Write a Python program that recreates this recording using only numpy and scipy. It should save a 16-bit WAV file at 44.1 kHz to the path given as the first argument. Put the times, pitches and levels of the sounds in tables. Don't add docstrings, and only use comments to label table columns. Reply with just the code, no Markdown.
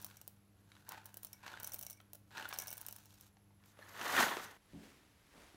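import sys
import numpy as np
from scipy import signal
from scipy.io import wavfile
from scipy.ndimage import uniform_filter1d

SR = 44100
rng = np.random.default_rng(int(sys.argv[2]) if len(sys.argv) > 2 else 0)


def generate_wav(signal):
    frames = np.transpose(np.atleast_2d(signal))
    scaled = np.clip(frames, -1, 1) * 32767
    pcm = np.round(scaled).astype(np.int16)
    wavfile.write(sys.argv[1], SR, pcm)


N = 245195

# [f/Hz, relative level/dB]
SHEET_COLOUR = [(1500, -10), (3800, -3.5), (5100, -5), (6400, -2.5), (8000, -7), (10500, -9), (11500, -6),
                (15600, -10), (16000, -42)]


def amp(db):
    return 10 ** (np.asarray(db) / 20)


def evened(x):
    return x / np.sqrt(np.mean(x ** 2) + 1e-20)


def curve(rows, column=1, outside=-140.):
    rows = np.asarray(rows)
    return np.interp(np.arange(N) / SR, rows[:, 0], rows[:, column], outside, outside)


def peaked(top_s, db, rise_db_per_s, fade_db_per_s, start_s, end_s):
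    t = np.arange(N) / SR
    drop_db = np.maximum(rise_db_per_s * (top_s - t), fade_db_per_s * (t - top_s))
    return amp(db - drop_db) * (t >= start_s) * (t < end_s)


def colour(x, points):
    hz, db = np.transpose(points)
    grid = abs(np.fft.fftfreq(8192, 1 / SR))
    log_gain = np.log(amp(np.interp(np.log(grid + 1), np.log(hz + 1), db)))
    spectrum = np.exp(np.conj(signal.hilbert(log_gain)))
    taps = np.fft.ifft(spectrum).real[:4096]
    return signal.oaconvolve(x, taps)[:len(x)]


def resonate(x, hz, width):
    return signal.lfilter(*signal.iirpeak(hz, hz / width, SR), x)


def clicks(per_s, spread_db):
    size = amp(spread_db * np.minimum(rng.exponential(1, N), 4))
    size = size * rng.choice([-1., 1.], N)
    return evened(size * (rng.random(N) < per_s / SR))


def burst(x, t60):
    t = np.arange(1500) / SR
    rattle = rng.standard_normal(len(t)) * amp(-60 * t / t60)
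    return signal.oaconvolve(x, rattle / np.linalg.norm(rattle))[:N]


def crackle(per_s, spread_db, clump_db, wash=1.0):
    slips = clicks(per_s, spread_db) + wash * rng.standard_normal(N)
    clumps = evened(uniform_filter1d(rng.standard_normal(N), 300))
    return evened(slips * amp(clump_db * clumps))


def room(x):
    t60_s, level_db = 0.24, -12
    taps = np.zeros(SR // 2)
    at = np.arange(200, len(taps) - 20, 20)
    taps[at + rng.integers(0, 20, len(at))] = rng.choice([-1., 1.], len(at))
    taps = signal.lfilter([1], [1, -.4], taps)
    taps = taps * amp(-60 * np.arange(len(taps)) / SR / t60_s)
    return amp(level_db) * signal.oaconvolve(x, taps / np.linalg.norm(taps))[:N]


def background():
    # [f/Hz, relative level/dB]
    air_colour = [(12, -53), (20, -17), (91, -1), (156, -8), (206, -11), (428, -16.5), (863, -21),
                  (10200, -35.5), (11500, -32.5), (15200, -37.5), (16500, -49)]
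    # [f/Hz, width of each noise filter/Hz, relative level/dB]
    hum_tones = [(102, 12, -1.5), (200.5, 12, -5.5), (302, 15.4, -13), (152, 18, -13)]
    # [t/s, level before the tone levels/dB]
    hum_loudness = [(0, -60), (.17, -66), (4.45, -67), (4.6, -76), (5.56, -88)]
    # [f/Hz, width of each noise filter/Hz, level/dB]
    whine_tones = [(11180, 200, -85), (11520, 150, -94)]

    def fuzzy(hz, width):
        return evened(resonate(resonate(rng.standard_normal(N), hz, width), hz, width))

    t = np.arange(N) / SR
    hum = sum(amp(db) * (np.sin(2 * np.pi * hz * t) + 0.12 * fuzzy(hz, width))
              for hz, width, db in hum_tones)
    whine = sum(amp(db) * fuzzy(hz, width) for hz, width, db in whine_tones)
    air = amp(-71.5) * evened(colour(rng.standard_normal(N), air_colour))
    return air + amp(curve(hum_loudness)) * hum + whine


def steps():
    # [f/Hz, relative level/dB]
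    sole_colour = [(12, -25), (20, -11), (91, -3.5), (127, -23.5), (285, -8), (472, -16.5), (1960, -14.5),
                   (11400, -28), (16000, -36)]
    # [t of the top/s, level/dB]
    drags = [(4.85, -61.5), (5.432, -62)]
    # [t/s, peak of the boom/dB, rumble f/Hz, rumble level/dB]
    footfalls = [(4.734, -46.5, 274, -61), (5.339, -63, 540, -65)]
    # [f/Hz, relative level/dB, time to fade by 60 dB/s]
    floor_modes = [(72, -0.5, 0.17), (171.4, 2.5, 0.23), (212, -3, 0.47), (276.2, 0.5, 0.53),
                   (353, -4, 0.21), (560, -12, 0.069)]
    drag_rise_db_per_s, drag_fade_db_per_s, drag_from_s = 61.5, 54, 4.576
    rumble_width, rumble_fade_db_per_s = 1.85, 86
    roll_s, roll_db = 0.02414, 0.5

    rubbing = crackle(per_s=3000, spread_db=2.5, clump_db=0.0)
    level = sum(peaked(s, db, drag_rise_db_per_s, drag_fade_db_per_s, drag_from_s, N / SR)
                for s, db in drags)
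    out = level * evened(colour(rubbing, sole_colour))

    t = np.arange(SR // 2) / SR
    boom = sum(amp(db - 60 * t / t60) * np.sin(2 * np.pi * hz * t) for hz, db, t60 in floor_modes)
    boom = boom * np.minimum(t / 0.0046, 1)
    boom = boom / abs(boom).max()
    for s, peak_db, hz, rumble_db in footfalls:
        width = rumble_width * hz
        rumble = evened(resonate(resonate(rubbing, hz, width), hz, width))
        out += peaked(s, rumble_db, 0, rumble_fade_db_per_s, s, N / SR) * rumble
        for k in range(2):
            part = out[round((s + k * roll_s) * SR):][:len(t)]
            part += amp(peak_db + k * roll_db) * boom[:len(part)]
    return out


def whistles():
    # [t/s, f/Hz, level before the waver/dB]
    glides = [
        [(3.72, 9350, -84), (3.77, 10500, -80), (3.8, 11350, -79), (3.835, 11900, -82)],
        [(3.79, 10900, -78), (3.82, 11150, -75), (3.87, 11100, -76), (3.925, 12650, -71), (3.96, 12600, -71),
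         (4.0, 12250, -74)],
    ]
    waver = 1 + .5 * evened(uniform_filter1d(rng.standard_normal(N), 150))
    out = np.zeros(N)
    for rows in glides:
        phase = 2 * np.pi * np.cumsum(curve(rows, outside=0)) / SR
        out += amp(curve(rows, column=2)) * waver * np.sin(phase)
    return out


def gathering():
    # [t/s,
    # level/dB]
    swell_level = [(3.6, -79), (3.78, -70.5), (3.79, -64.5), (3.93, -57.5), (4.058, -41), (4.12, -39.5),
                   (4.205, -27.5), (4.268, -37), (4.42, -50.5), (4.57, -63.5), (4.576, -70)]
    # [f/Hz, relative level/dB]
    crumple_colour = [(59, -57), (100, -22), (220, -7), (420, -6), (640, -4.5), (770, -2.5), (1100, 0),
                      (1300, -2), (1470, 0.5), (1600, -4), (1780, 0), (2300, -9.5), (3400, -11),
                      (5000, -22), (7800, -48), (13200, -120)]
    # [t of the top/s, width/s, level/dB]
    scrape_list = [(3.688, 0.024, -72), (3.893, 0.0032, -59.5), (4.44, 0.01, -56.5), (4.514, 0.003, -66)]
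    hiss_db = -8.5

    slips = crackle(per_s=3800, spread_db=2.5, clump_db=1.63, wash=0.74)
    rasp = crackle(per_s=2500, spread_db=3.2, clump_db=1.1)
    t = np.arange(N) / SR
    scrapes = sum(amp(db) * np.exp(-.5 * ((t - s) / width_s) ** 2) for s, width_s, db in scrape_list)
    level = amp(curve(swell_level))
    rush = level * evened(colour(slips, crumple_colour))
    bright = (amp(hiss_db) * level + scrapes) * evened(colour(rasp, SHEET_COLOUR))
    return rush + bright


def bag():
    # [f/Hz, width of the narrower filter/Hz, relative level/dB]
    hollow_modes = [(520, 1270, -4), (933, 376, 3), (1468, 413, 4.5), (2440, 1160, -6.5), (3620, 600, -13)]
    # [t of the top/s, rise time/s, level/dB, fade/(dB/s), hiss against level/dB]
    jolt_list = [(0.018, 0.03, -64.5, 74, 1), (0.925, 0.03, -56, 132, -23), (1.466, 0.031, -53.5, 55, -11),
                 (2.371, 0.032, -48.5, 51, -16.5)]
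    # [start t/s, end t/s, level/dB, hiss against level/dB]
    creep_list = [(0.568, 1.407, -75.5, -2), (2.275, 3.291, -79, 9.5)]
    # [t/s, level/dB, f/Hz, crisp edge against level/dB]
    snap_list = [(0.1125, -62, 2650, 9), (0.718, -55.5, 3880, 3), (0.7525, -59.5, 3900, 3),
                 (0.766, -58, 1490, 1.5), (0.885, -44, 945, -17), (0.92, -44, 970, 0.5),
                 (1.169, -52.5, 674, -21), (1.436, -44.5, 950, -8), (1.479, -46.5, 990, 5),
                 (1.539, -36.5, 1460, -33), (1.573, -40.5, 1580, -9), (1.767, -63, 860, 4),
                 (1.815, -55.5, 646, -18), (2.002, -52, 1330, 1.5), (2.134, -57, 558, -15),
                 (2.149, -51.5, 600, -21), (2.355, -42, 1410, -27), (2.38, -37, 1730, -3),
                 (2.454, -31, 1453, -17), (2.513, -42.5, 1660, -4), (2.527, -37.5, 1240, 1),
                 (3.369, -58, 780, -2.5), (3.506, -61, 895, -20), (3.638, -61, 2320, 0),
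                 (3.79, -45.5, 563, -11), (3.821, -48, 1790, -18), (3.826, -44.5, 1730, -18),
                 (4.013, -33, 1580, -2.5), (4.165, -24, 1460, -5), (4.207, -19, 810, -8),
                 (4.248, -32, 1500, -11), (4.226, -20, 1824, -14), (4.369, -30.5, 393, -5),
                 (4.464, -49, 6000, -13), (5.544, -48.5, 303, -13)]
    jolt_rise_db, jolt_lasts_s = 8, 0.65
    creep_in_db_per_s, creep_in_s = 82, 0.14
    overtone, overtone_db = 2.4, -12.5

    knocks = crackle(per_s=650, spread_db=2.5, clump_db=3, wash=0.73)
    slip_power = signal.lfilter([1], [1, -.97], knocks ** 2)
    slips = np.sqrt(slip_power) * rng.standard_normal(N)
    sliding = slips + 2.7 * knocks
    hollow = evened(sum(amp(db) * resonate(resonate(sliding, hz, width), hz, 3 * width)
                        for hz, width, db in hollow_modes))
    hiss = evened(colour(slips, SHEET_COLOUR))

    out = np.zeros(N)
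    for s, rise_s, db, fade_db, hiss_db in jolt_list:
        level = peaked(s, db, jolt_rise_db / rise_s, fade_db, s - 2 * rise_s, s + jolt_lasts_s)
        out += level * (hollow + amp(hiss_db) * hiss)
    for start_s, end_s, db, hiss_db in creep_list:
        level = peaked(start_s + creep_in_s, db, creep_in_db_per_s, 0, start_s, end_s)
        out += level * (hollow + amp(hiss_db) * hiss)

    t = np.arange(600) / SR
    for s, level_db, hz, edge_db in snap_list:
        crack = rng.standard_normal(len(t))
        part = out[round(s * SR):][:len(t)]
        modes = np.sin(2 * np.pi * hz * t) + amp(overtone_db) * np.sin(2 * np.pi * overtone * hz * t)
        body = amp(-60 * t / 0.021) * modes * np.minimum(t / 0.0012, 1)
        crisp = evened(resonate(resonate(crack, 1450, 2800), 1620, 5000))
        edge = amp(edge_db - 60 * t / 0.015) * crisp
        part += amp(level_db) * (body + edge)
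    return signal.sosfilt(signal.butter(2, 150, "high", fs=SR, output="sos"), out)


def beans():
    # [t/s, relative level/dB, share that rings the glass/dB]
    landings = [(0.016, -32, -29), (0.025, -38, -9), (0.0457, -25, -13), (0.0647, -33, -28),
                (0.1698, -43.5, -1.5), (0.2145, -34, -18), (0.2778, -29.5, -28), (0.891, -27.5, -9),
                (0.9195, -28.5, -22), (1.045, -51, -15), (1.0574, -32.5, -20), (1.063, -34.5, -25),
                (1.094, -56, -2), (1.1428, -33, -21), (1.171, -30.5, -25), (1.177, -39, -25),
                 (1.228, -43, -11), (1.2323, -30, -19), (1.2478, -26, -24), (1.2686, -39, -6),
                (1.331, -35.5, -1), (1.6, -30.5, -8), (1.632, -28, -12), (1.645, -28, -4),
                (1.6677, -28.5, -21), (1.6737, -24.5, -17), (1.6955, -37, -26), (1.7194, -31, -5.5),
                (1.7357, -30, -19), (1.7397, -32, -27), (1.7435, -23.5, -41), (1.749, -32, -19),
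                (1.771, -52, -16), (1.7866, -38, -11), (1.7917, -27, -32), (1.812, -25.5, -31),
                (1.8273, -31, -15), (1.8326, -30, -17), (1.85, -38, -23), (1.8657, -31, -2),
                (1.884, -41, -20), (1.8993, -33.5, -2), (1.9077, -29.5, -29), (1.9155, -39, -5),
                (1.929, -42, -4), (1.972, -58, 6), (2.013, -53, -13), (2.1331, -30.5, -28),
                (2.1484, -36, -20), (2.1536, -37, -23), (2.4896, -28.5, -18), (2.535, -31, -8),
                (2.54, -37, 0), (2.576, -38, -3), (2.587, -23, -2), (2.5998, -28.5, -1.5),
                (2.612, -39, 2.5), (2.621, -28.5, -10), (2.672, -29, -8), (2.68, -28, -2),
                (2.705, -31, -21), (2.7137, -30.5, -1.5), (2.7286, -27, -13), (2.7373, -33.5, -21),
                (2.7707, -29.5, -27), (2.779, -30, -11), (2.814, -28.5, -34), (2.8183, -38, -17),
                (2.8649, -28.5, -13), (2.8855, -25.5, -17), (2.91, -38, -12), (2.926, -30, -17),
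                (2.944, -45, -11), (2.9632, -33, -17), (2.9864, -43, -17), (3.0565, -41, -10),
                (3.21, -40.5, -7), (3.6591, -49, -16)]
    # [t/s, relative level/dB]
    tumbles = [
        [(0.0, -75), (0.09, -104), (0.33, -77)],
        [(1.04, -92), (1.36, -83)],
        [(1.6, -68), (1.778, -54.5), (1.95, -78)],
        [(2.47, -63), (2.722, -55), (3.3, -97)],
    ]
    # [f/Hz, relative level/dB, time to fade by 60 dB/s]
    glass_modes = [(2210, -26, 0.17), (2255, -28, .22), (2300, -26, 0.17), (5390, -16, 0.024),
                   (5780, -15, 0.025), (6050, -14, 0.025), (7180, -21, .038), (8070, -22, .04),
                   (8390, -20, 0.04), (8800, -24, .04), (9760, -22, .025), (11350, -19, .03),
                   (12800, -20, .03)]
    # [f/Hz, relative level/dB]
    tick_colour = [(500, -12), (2000, -18), (4000, -14), (7000, -10.5), (10000, -2.5), (13000, 0.5),
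                   (15500, 4), (17000, -34)]
    # [f/Hz, relative level/dB]
    thud_colour = [(300, -15.5), (620, 2), (1300, -7), (2100, -23), (2700, -5), (6000, -4), (9000, -5),
                   (14000, -13)]
    thud_follows = 0.35
    flutter_db = 2.5

    lanes = 8
    hits, thuds = np.zeros((lanes, N)), np.zeros((lanes, N))
    wall = np.zeros((len(glass_modes), N))
    for k, (s, level_db, glass_db) in enumerate(landings):
        at = round(s * SR)
        spot_db = 4.5 * rng.standard_normal(len(glass_modes))
        spot_db[:3] = 0.53 * spot_db[:3] + 1.7 * glass_db
        late, soft = rng.random(2)
        again = round((s + 0.003 + 0.006 * late) * SR)
        hits[(k + 1) % lanes, again] = amp(level_db - 41 + 14 * soft)
        hits[k % lanes, at] = amp(level_db)
        thuds[k % lanes, at] = amp(level_db + thud_follows * glass_db)
        wall[:, at] = amp(level_db + glass_db + spot_db)
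    faint = sum(amp(curve(rows)) for rows in tumbles) * clicks(per_s=800, spread_db=11)

    t = np.arange(SR // 3) / SR
    ring = np.zeros(N)
    for blows, (hz, db, t60) in zip(wall, glass_modes):
        tone = amp(db - 60 * t / t60) * np.sin(2 * np.pi * hz * t)
        ring += signal.oaconvolve(burst(blows + 0.11 * faint, t60=0.015), tone)[:N]
    ring = ring * amp(flutter_db * evened(uniform_filter1d(rng.standard_normal(N), size=250)))

    contact = sum(0.69 * h + 1.37 * burst(h, t60=0.00072) + 1.3 * burst(h, t60=0.017) for h in hits)
    contact = contact + 0.46 * burst(faint, t60=0.011)
    body = sum(.9 * burst(h, t60=0.003) + 1.15 * burst(h, t60=0.045) for h in thuds)
    body = body + 0.25 * burst(faint, t60=0.014)
    return 1.63 * colour(contact, tick_colour) + 1.7 * colour(body, thud_colour) + 0.61 * ring


def scene():
    near = beans() + bag() + whistles()
    return (near + room(near) + gathering() + steps() + background())[None]


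def record(dry):
    taps = signal.firwin(255, 16700, window=("kaiser", 9), fs=SR)
    return signal.oaconvolve(dry, taps[None], "same")


dry = scene()
out = record(dry)
generate_wav(out)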